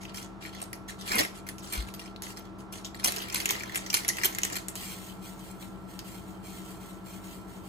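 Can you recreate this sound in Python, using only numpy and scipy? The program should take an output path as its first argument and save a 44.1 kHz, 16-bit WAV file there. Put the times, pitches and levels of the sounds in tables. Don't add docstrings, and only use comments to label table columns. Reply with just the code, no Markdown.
import sys
import numpy as np
from scipy import signal
from scipy.fft import rfft, irfft
from scipy.io import wavfile

SR = 44100
rng = np.random.default_rng(int(sys.argv[2]) if len(sys.argv) > 2 else 0)


def master_out(mix):
    frames = np.transpose(np.atleast_2d(mix))
    ceiling = np.clip(frames, -1, 1)
    pcm = np.round(ceiling * 32767).astype(np.int16)
    wavfile.write(sys.argv[1], SR, pcm)


N = 338688
TIME, FREQS = np.arange(N) / SR, np.fft.rfftfreq(N, 1 / SR)
TIPPED_S = 4.7
LEFT_RIGHT = np.array([[.5], [-.5]])


def from_db(db):
    return 10 ** (np.asarray(db) / 20)


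def rms_one(x):
    return x / np.sqrt(np.mean(x ** 2) + 1e-20)


def unit_energy(x):
    return x / (np.linalg.norm(x, axis=-1, keepdims=True) + 1e-12)


def at_hz(points, hz):
    knots, values = np.transpose(points)
    return np.interp(np.log(hz + 1), np.log(knots), values)


def pan(left_over_right_db):
    return from_db(LEFT_RIGHT * left_over_right_db)


def band(x, hz, kind):
    return signal.sosfilt(signal.butter(2, hz, kind, fs=SR, output="sos"), x + 1e-18)


def drift(hz):
    step, settle = 40, 2000
    pole = np.exp(-2 * np.pi * hz * step / SR)
    noise = rng.standard_normal(N // step + settle + 2)
    slow = signal.lfilter([1], [1, -2 * pole, pole * pole], noise)[settle:]
    return np.interp(np.arange(N) / step, np.arange(len(slow)), rms_one(slow))


def colour(x, spectrum, size=2048):
    cepstrum = irfft(np.log(from_db(at_hz(spectrum, np.fft.rfftfreq(size, 1 / SR)))))
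    cepstrum[1:size // 2] *= 2
    cepstrum[size // 2 + 1:] = 0
    response = irfft(np.exp(rfft(cepstrum)))
    return signal.oaconvolve(x, unit_energy(response))[:N]


def grains(per_s, spread_db):
    sizes = from_db(spread_db * np.minimum(rng.exponential(1, N), 4)) * rng.choice([-1, 1], N)
    return rms_one(sizes * (rng.random(N) < per_s / SR))


def gestures(rows, attack_s=.019, release_s=.022):
    power = np.zeros(N)
    for start, length, db in rows:
        at = int(start * SR)
        age = TIME[at:at + SR] - TIME[at]
        rise = np.sin(np.pi / 2 * np.minimum(age / attack_s, 1)) ** 2
        fall = np.exp(-np.maximum(age - length, 0) / release_s)
        power[at:at + SR] += (from_db(db) * rise * fall) ** 2
    return np.sqrt(power)


def mic_pair(mid, side, likeness):
    alike = np.clip(at_hz(likeness, FREQS), -1, 1)
    common = np.sqrt((1 + alike) / 2) * rfft(mid)
    opposed = np.sqrt((1 - alike) / 2) * rfft(side)
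    return irfft([common + opposed, common - opposed], N)


# frequency in Hz, level in dB.
FAN_SPECTRUM = [(31, -55), (44, -20), (58, -2.5), (80, 0), (130, -2.5), (165, -4), (280, -4), (380, -3.5),
                (520, -10.5), (700, -6.5), (1080, -9), (1400, -14), (2000, -22), (3500, -29), (15000, -52)]
# frequency in Hz, likeness of left and right (held within -1 to 1 when played).
FAN_LIKENESS = [(50, 0.8), (130, 1), (280, 0.65), (520, 0.3), (1200, 0.42), (3000, -0.5), (12000, 3.5)]
# frequency in Hz, left over right in dB.
FAN_BALANCE = [(60, 3.5), (150, 1), (380, -1.5), (1300, -2), (5000, -0.5)]


def fan(db=-48):
    air = rfft(mic_pair(*rng.standard_normal((2, N)), FAN_LIKENESS))
    shaped = air * from_db(at_hz(FAN_SPECTRUM, FREQS)) * pan(at_hz(FAN_BALANCE, FREQS))
    return from_db(db) * rms_one(irfft(shaped, N))


# frequency in Hz, level in dB, left over right in dB, lead at the left in radians.
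HUM_TONES = [(45.7, -59, 1, 0), (100, -64, 1, 0), (119.4, -64, 7, -.7), (131.5, -65, 2, .1),
             (191.9, -49.5, 6, -1.1), (201.2, -65, 5, -.6), (319.6, -55.3, 1, .1), (335.8, -61.5, 0, 0),
             (384.7, -66, -4, -.9), (399.7, -63.5, -1, -1.4), (439.7, -66, -1, 0), (671.6, -66, -2, .6),
             (1343.2, -61, -4, .6)]
# time in seconds, level in dB.
THROB_LEVEL = [(0, -58), (.5, -65), (3.3, -66), (4, -58), (4.9, -51.3), (7.68, -51.3)]


def hum(waver_db=1.35, wander_rad_per_hz=.002, beat_hz=9.26, crest_s=6.173):
    def tone(phase, db, side_db, lead):
        return np.sqrt(2) * from_db(db) * pan(side_db) * np.cos(phase + lead * LEFT_RIGHT)

    turn = 2 * np.pi * (TIME - crest_s)
    out = np.zeros((2, N))
    for hz, db, side_db, lead in HUM_TONES:
        phase = hz * (turn + wander_rad_per_hz * drift(.88))
        out += tone(phase, db + waver_db * drift(8.5), side_db, lead)
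    strongest_hz = max(HUM_TONES, key=lambda row: row[1])[0]
    throb_db = np.interp(TIME, *np.transpose(THROB_LEVEL))
    return out + tone((strongest_hz - beat_hz) * turn, throb_db, side_db=6.9, lead=.88)


def counter_knock(start_s=1.768, hz=55, swell_s=.026, db=-26.5):
    age = np.maximum(TIME - start_s, 0)
    swell = (age / swell_s) ** 2 * np.exp(2 * (1 - age / swell_s))
    return from_db(db) * swell * np.sin(2 * np.pi * hz * age) * pan(3.4)


def echo_pattern(near_db=1, near_s=.0043, tail_db=-7.5, t60_s=.32):
    t = np.arange(SR // 2) / SR
    shape = (2, len(t))
    sparse = rng.standard_normal(shape) * (rng.random(shape) < .2)
    near = sparse * np.exp(-t / near_s) * (t > .0004)
    tail = rng.standard_normal(shape) * from_db(-60 * t / t60_s) * (1 - np.exp(-t / .0045))
    return from_db(near_db) * unit_energy(near) + from_db(tail_db) * unit_energy(tail)


# frequency in Hz, phase of the left microphone re the right in radians.
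DIRECT_PHASE = [(20, 0), (280, -.5), (520, -2.9), (1200, -3.3), (2100, -5.6), (3100, -8.6), (4300, -13),
                (6800, -18.8), (20000, -18.8)]
# frequency in Hz, likeness of left and right from -1 to 1.
ROOM_LIKENESS = [(250, .7), (520, -.6), (1200, -.4), (2200, -.1), (5000, 0), (6800, .5), (9700, .1),
                 (16000, .1)]


def kitchen(x, spots=7, dwell_s=.045):
    spot = (TIME / dwell_s).astype(int) % spots
    absorbed = colour(x, [(500, 7), (2500, 3), (8000, 4), (16000, -7)])
    echoes = np.zeros((2, N))
    for k in range(spots):
        echoes += signal.oaconvolve((absorbed * (spot == k))[None], echo_pattern(), axes=1)[:, :N]
    left = irfft(rfft(x) * np.exp(1j * at_hz(DIRECT_PHASE, FREQS)), N)
    return (np.array([left, x]) + mic_pair(*echoes, ROOM_LIKENESS)) * pan(-.44)


# start in seconds, length in seconds, level in dB.
SEED_SHAKES = [(4.74, 0.19, -49), (4.95, 0.15, -57), (5.2, 0.097, -57.5), (5.36, 0.14, -61),
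               (5.58, 0.028, -55.5), (5.865, 0.073, -62.5), (6.025, 0.12, -57.5), (6.15, 0.029, -61),
               (6.25, 0.031, -62), (6.42, 0.17, -58), (6.62, 0.098, -58), (6.78, 0.13, -62),
               (7.035, 0.12, -59), (7.21, 0.13, -58.5), (7.46, 0.11, -65.5), (7.62, 0.055, -62.5)]
# frequency in Hz, level in dB.
SEED_SPECTRUM = [(500, -18), (1400, -1.5), (2200, 1.5), (3200, 2), (4300, -2), (6000, -3), (7200, 0),
                 (8800, 2), (10000, -4.5), (15000, 2.5), (16500, -38)]
# resonance in Hz, sharpness as Q, gain in dB.
HOLLOW_MODES = [(2180, 14, -9), (3140, 14, -10), (4100, 20, -8), (4480, 20, -9)]


def seeds(slide_db=2, bounce_db=-12.5, trickle_db=-73.5):
    flow = gestures(SEED_SHAKES, attack_s=.042, release_s=.046)
    flow += from_db(trickle_db) * (TIME > TIPPED_S)
    sliding = colour(grains(4000, 3.4), SEED_SPECTRUM) * from_db(slide_db)
    bouncing = band(colour(grains(70, 2), SEED_SPECTRUM), 9000, "low") * from_db(bounce_db)
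    ticks = (sliding + bouncing) * flow
    ring = sum(from_db(db) * signal.lfilter(*signal.iirpeak(hz, q, fs=SR), ticks + 1e-18)
               for hz, q, db in HOLLOW_MODES)
    return ticks + ring


# start in seconds, length in seconds, rubbing in dB, crackle in dB.
FINGER_STROKES = [(0.0, 0.031, -52, -62), (0.076, 0.02, -51.5, -81), (0.131, 0.055, -49, -52),
                  (0.204, 0.015, -48, -54), (0.399, 0.082, -51.5, -64), (0.512, 0.12, -53.5, -68),
                  (0.873, 0.019, -45, -49), (0.977, 0.16, -52, -60), (1.05, 0.17, -42, -45),
                  (1.337, 0.04, -55, -58.5), (1.612, 0.17, -53, -55.5), (1.708, 0.098, -44.5, -60),
                  (1.86, 0.027, -53.5, -58), (1.973, 0.098, -55.5, -67), (2.216, 0.092, -50.5, -53.5),
                  (2.356, 0.022, -51.5, -66), (2.435, 0.016, -58, -86), (2.577, 0.019, -61, -57),
                  (2.714, 0.066, -51.5, -55), (2.834, 0.015, -52, -63), (2.983, 0.018, -48.5, -57)]
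# time in seconds, rustle in dB.
OPENING_PULL = [(3.03, -46), (3.06, -57), (3.18, -49.5), (3.28, -53), (3.4, -45), (3.44, -51), (3.56, -49),
                (3.66, -53), (3.87, -55), (3.98, -52.5), (4.35, -54), (4.54, -49), (4.61, -67), (4.75, -61)]
# start in seconds, length in seconds, level in dB.
HAND_GRIPS = [(1.095, 0.1, -35), (1.166, 0.032, -31.5), (1.71, 0.066, -48.5), (5.984, 0.012, -50)]


def handling(pull_crackle_db=-17, pull_flex_db=2.5, pull_strain_db=-4):
    pull = from_db(np.interp(TIME, *np.transpose(OPENING_PULL), left=-120, right=-120))
    rub = gestures([(s, length, db) for s, length, db, _ in FINGER_STROKES]) + pull
    crackle = gestures([(s, length, db) for s, length, _, db in FINGER_STROKES])
    crackle += pull * from_db(pull_crackle_db)
    flex = gestures(HAND_GRIPS) + pull * from_db(pull_flex_db)
    strain = rub + pull * from_db(pull_strain_db)
    return rub, crackle, flex, strain


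def deforming(x, depth_db, rate_hz, bands=18):
    place = np.interp(np.log(FREQS + 1), np.log([1200, 16000]), [0, bands - 1])
    spectrum = rfft(x)
    ranges = (irfft(spectrum * np.maximum(1 - abs(place - k), 0), N) for k in range(bands))
    return sum(part * from_db(depth_db * drift(rate_hz)) for part in ranges)


# frequency in Hz, level in dB.
RUB_SPECTRUM = [(300, -49), (1200, 13), (2250, 6), (3300, 10.5), (4600, 8), (7000, -0.5), (9600, -5.5),
                (11500, -12), (14000, -24), (16500, -26)]
CRACKLE_SPECTRUM = [(150, -5), (400, -13), (700, 9), (1300, 6), (2200, 3.5), (3300, -3), (4400, -4),
                    (6500, 8), (9500, 6.5), (11500, 8), (14000, -3), (16000, -9)]
POUCH_SPECTRUM = [(40, -11), (90, -3), (160, -6), (260, -3), (400, 1), (520, -3), (750, -3), (1150, -4),
                  (1650, -5), (2150, 0), (3000, -10), (6000, -22)]


def rustle(rub, crackle, flex, rub_db=-3, flex_db=-4):
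    film = colour(grains(1400, 2.9), RUB_SPECTRUM) * rub * from_db(rub_db)
    bright = colour(grains(2600, 4), CRACKLE_SPECTRUM) * crackle
    pouch = colour(grains(2000, 1.1), POUCH_SPECTRUM) * flex * from_db(flex_db)
    return deforming(film + bright + pouch, depth_db=2.5, rate_hz=15)


def lesser_folds(strain, per_s=48, above_db=24, spread_db=5):
    count = int(per_s * TIPPED_S)
    times = (np.arange(count) + 1 + rng.random(count)) / (count + 1) * TIPPED_S
    size, broad_pitch, broad_ring, narrow_pitch, narrow_ring = rng.uniform(-1, 1, (count, 5)).T
    strain_db = 20 * np.log10(strain[(times * SR).astype(int)] + 1e-9)
    db = np.minimum(strain_db + above_db, -20) + spread_db * size
    broad = 2450 * 1.27 ** broad_pitch, 14 + 7 * broad_ring
    narrow = 5000 * 1.4 ** narrow_pitch, 11 + 7 * narrow_ring
    return [(*row, 0, -14) for row in zip(times, db, *broad, *narrow)]


def facet(hz, centre_hz, db, q):
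    return from_db(db) ** 2 * (1 + (q * (hz / centre_hz - centre_hz / hz)) ** 2) ** -2


# start in seconds, level in dB,
# broad facet in Hz and its ring in dB, narrow facet in Hz and its ring in dB,
# ring of the tiniest facets in dB, run-on of small creases in dB.
FOLD_SNAPS = [(0.0517, -21, 2480, 26, 5800, 13, -13, -18), (0.145, -22, 3200, 6, 5100, 9, -5, -5),
              (0.1722, -20, 3200, 5, 5600, 14, -9, -6), (0.4511, -19.5, 2050, 30, 4400, 16, -9, -16),
              (0.6168, -17.5, 2200, -5, 8600, 7, 9, -1.5), (0.7303, -15.5, 2100, 14, 5700, 3, 12, -7.5),
              (0.8875, -28.5, 1800, 30, 4700, 4, -7, -2), (0.8955, -20.5, 1700, 30, 4700, -2, 6, -18.5),
              (1.1171, -9, 1650, 23, 4820, 18, -10, -7), (1.1318, -12, 2140, 27, 7590, 17, -7, -13),
              (1.1434, -11, 2100, 24, 4870, 12, 5, -15), (1.1554, -4, 2130, 25, 3800, 8, 31, -17),
              (1.1835, -3.5, 3070, 12, 5100, 13, 2, -5), (1.1895, -2.5, 2110, 17, 4500, 12, 17, -6.5),
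              (1.1925, -3.5, 2200, 19, 4500, 17, 3, -6), (1.2326, -18, 2200, 28, 6000, 5, 21, -5),
              (1.2489, -13.5, 2000, 24, 3800, 2, 12, -10), (1.4667, -23.5, 1910, 24, 4000, 2, 18, 1.5),
              (1.4883, -13.5, 1890, 9, 4400, 1, 9, -6.5), (1.5823, -25.5, 2820, 12, 5700, 11, -13, 0.5),
              (1.7249, -13, 1830, -13, 4400, -10, 8, 5.5), (1.9394, -21, 2350, -8, 4400, 3, -9, -1),
              (1.994, -22.5, 2690, 23, 4900, 13, 12, -2.5), (2.1614, -24, 2680, 19, 4070, 26, -9, -12),
              (2.2214, -14.5, 1720, 1, 4300, 3, 14, -5), (2.3726, -26.5, 1830, 17, 4700, 7, -9, 0),
              (2.7253, -20.5, 1500, -4, 5400, 8, 15, -3), (2.8463, -19.5, 3200, 21.5, 5400, 24, -9, 2),
              (2.9456, -22.5, 1870, 21, 4100, 18, -6, -2), (2.9975, -24, 1900, 20, 4400, 13, -2, -11),
              (3.0400, -10.5, 2210, 7, 5400, 21, 8, 4.5), (3.0441, -0.5, 2130, 0, 9000, 9, 11, -3),
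              (3.0735, -3, 1500, -15, 4200, 10, 19, 0), (3.1214, -11.5, 1990, -11, 7500, -4, 1, -10),
              (3.1629, -12.5, 2650, 7, 4600, 9, 1, -4.5), (3.2024, -21, 2900, 25, 4300, 3, -3, 0),
              (3.2198, -18, 3180, 30, 5490, 11, -9, -5), (3.2995, -17, 2750, 14, 5060, 13, -4, -11),
              (3.3451, -3.5, 1640, -13, 3800, 2, 13, -9), (3.3574, -8.5, 2210, 23, 4700, 22, 3, -14),
              (3.3644, -15, 2280, 15, 4030, 11, -3, -13), (3.4018, -9, 2410, 13, 4600, 9, -9, -4),
              (3.4569, -2.5, 2520, 13.5, 6700, 10, 9, -20), (3.4905, -8.5, 2090, 13, 6100, 11, -3, -9),
              (3.4978, -9.5, 2210, 30, 6340, 2, 0, 0), (3.5073, -4, 2960, 3, 6700, 0, 3, -21),
              (3.5517, -13.5, 1990, 27, 4300, 12, -6, -29), (3.6076, -17, 2250, 27, 4500, 4, 5, -29),
              (3.6342, -14, 1760, 23, 6200, 12, -3, -28), (3.6955, -19.5, 1950, 28, 8890, 3, 4, -13),
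              (3.7463, -14, 1950, 19, 5300, 10, -7, -0.5), (3.7572, -7.5, 2100, 12.5, 7300, 0, 4, -3),
              (3.863, -16.5, 2020, 20, 5800, 19, -9, -14), (3.9015, -7.5, 2910, 15.5, 5700, 20.5, -6, -15),
              (3.9295, -12.5, 2380, 8, 6300, -2, -6, 4), (3.9416, 2.5, 2850, 4, 4400, 9, 8.5, -8),
              (3.9699, -10.5, 2000, 23, 5400, 10, -6, -5), (4.0478, -12.5, 2230, 22, 5400, 11, 15, -28),
              (4.0806, -3, 2820, -3, 6500, 5, 19, -5), (4.0882, 0, 1970, 6.5, 6100, 16, 13, -22.5),
              (4.1691, -14.5, 2400, 10, 6200, 5.5, -5, -5), (4.1838, -11.5, 2020, 29, 4800, 13, -8, -7),
              (4.2143, -16, 2060, 25, 5300, 14, -6, -3), (4.2345, -4.5, 1900, 22, 5900, 14, -6, -1),
              (4.246, -2, 3200, 9.5, 9000, 6, 3, -1), (4.3487, -13.5, 2110, 6, 7000, 12, 1, -27),
              (4.3854, -7.5, 1950, 8, 6500, -8, 0, -26), (4.4331, -4, 2880, 13.5, 6400, 15, -1, -4),
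              (4.4504, -8.5, 2020, 8, 7600, 6, -6, -30), (4.5235, -21.5, 1880, 14, 7040, 17, -6, 7),
              (4.5556, -13, 1950, 8, 3900, -6, -11, 3.5), (4.5691, -14.5, 2210, 11, 6900, 9, 15, -27),
              (4.6841, -11, 1500, 1, 7600, 11.5, 9, -11), (4.7547, -15, 2530, 5, 8000, 6, 11, -3),
              (5.5135, -29, 2200, 0, 8500, 15, 19, -24), (5.6258, -28, 2300, 18, 3900, 17, -9, 0),
              (5.9912, -18, 2870, 8, 4800, 11, -20, -7)]
# frequency in Hz, level in dB.
CRACK_SPECTRUM = [(150, -8), (700, -3), (1500, 1), (3500, -1), (7000, -0.5), (9500, -2), (12500, 0.5),
                  (15000, 2.5), (16500, -39.5)]
CREASE_SPECTRUM = [(200, -10), (700, -0.5), (1500, -0.5), (2200, -3.5), (3500, 0), (6500, -3), (9500, -1),
                   (11500, -2.5), (14000, -1), (16500, -25)]


def snaps(strain, delay_s=.000345, run_on_s=.015, shared_db=-5.5, loose_db=-5, size=4096):
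    folds = list(FOLD_SNAPS) + lesser_folds(strain)
    out, loose = np.zeros(N + 2 * size), np.zeros(N + size)
    creases = grains(4500, 6.6)
    age, hz = np.arange(size) / SR, np.fft.rfftfreq(size, 1 / SR) + 1
    run_shape = (1 - np.exp(-age / .003)) * np.exp(-age / run_on_s)
    for start, db, broad_hz, broad_db, narrow_hz, narrow_db, tiny_db, run_db in folds:
        at = int(start * SR)
        delay_at_4khz = delay_s * rng.uniform(.6, 1.4)
        crack = unit_energy(irfft(np.exp(-4j * np.pi * delay_at_4khz * np.sqrt(4000 * hz))))
        run_on = unit_energy(creases[at:at + size] * run_shape) * from_db(run_db - 2)
        power = (from_db(at_hz(CRACK_SPECTRUM, hz)) ** 2
                 + facet(hz, broad_hz, broad_db, q=2.56)
                 + facet(hz, narrow_hz, narrow_db, q=3.5)
                 + facet(hz, 11100, tiny_db, q=9.7))
        snap = colour(crack + from_db(shared_db) * run_on, np.transpose([hz, 10 * np.log10(power)]))
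        out[at:at + len(snap)] += from_db(db) * snap
        loose[at:at + size] += from_db(db + loose_db) * run_on
    creasing = deforming(colour(loose[:N], CREASE_SPECTRUM), depth_db=7.5, rate_hz=46)
    return band(out[:N] + creasing, 109, "high")


def scene():
    rub, crackle, flex, strain = handling()
    packet = snaps(strain) + rustle(rub, crackle, flex) + seeds()
    return kitchen(packet) + counter_knock() + hum() + fan()


def record(dry):
    return signal.sosfilt(signal.ellip(10, .2, 80, 16600, fs=SR, output="sos"), dry)


dry = scene()
out = record(dry)
master_out(out)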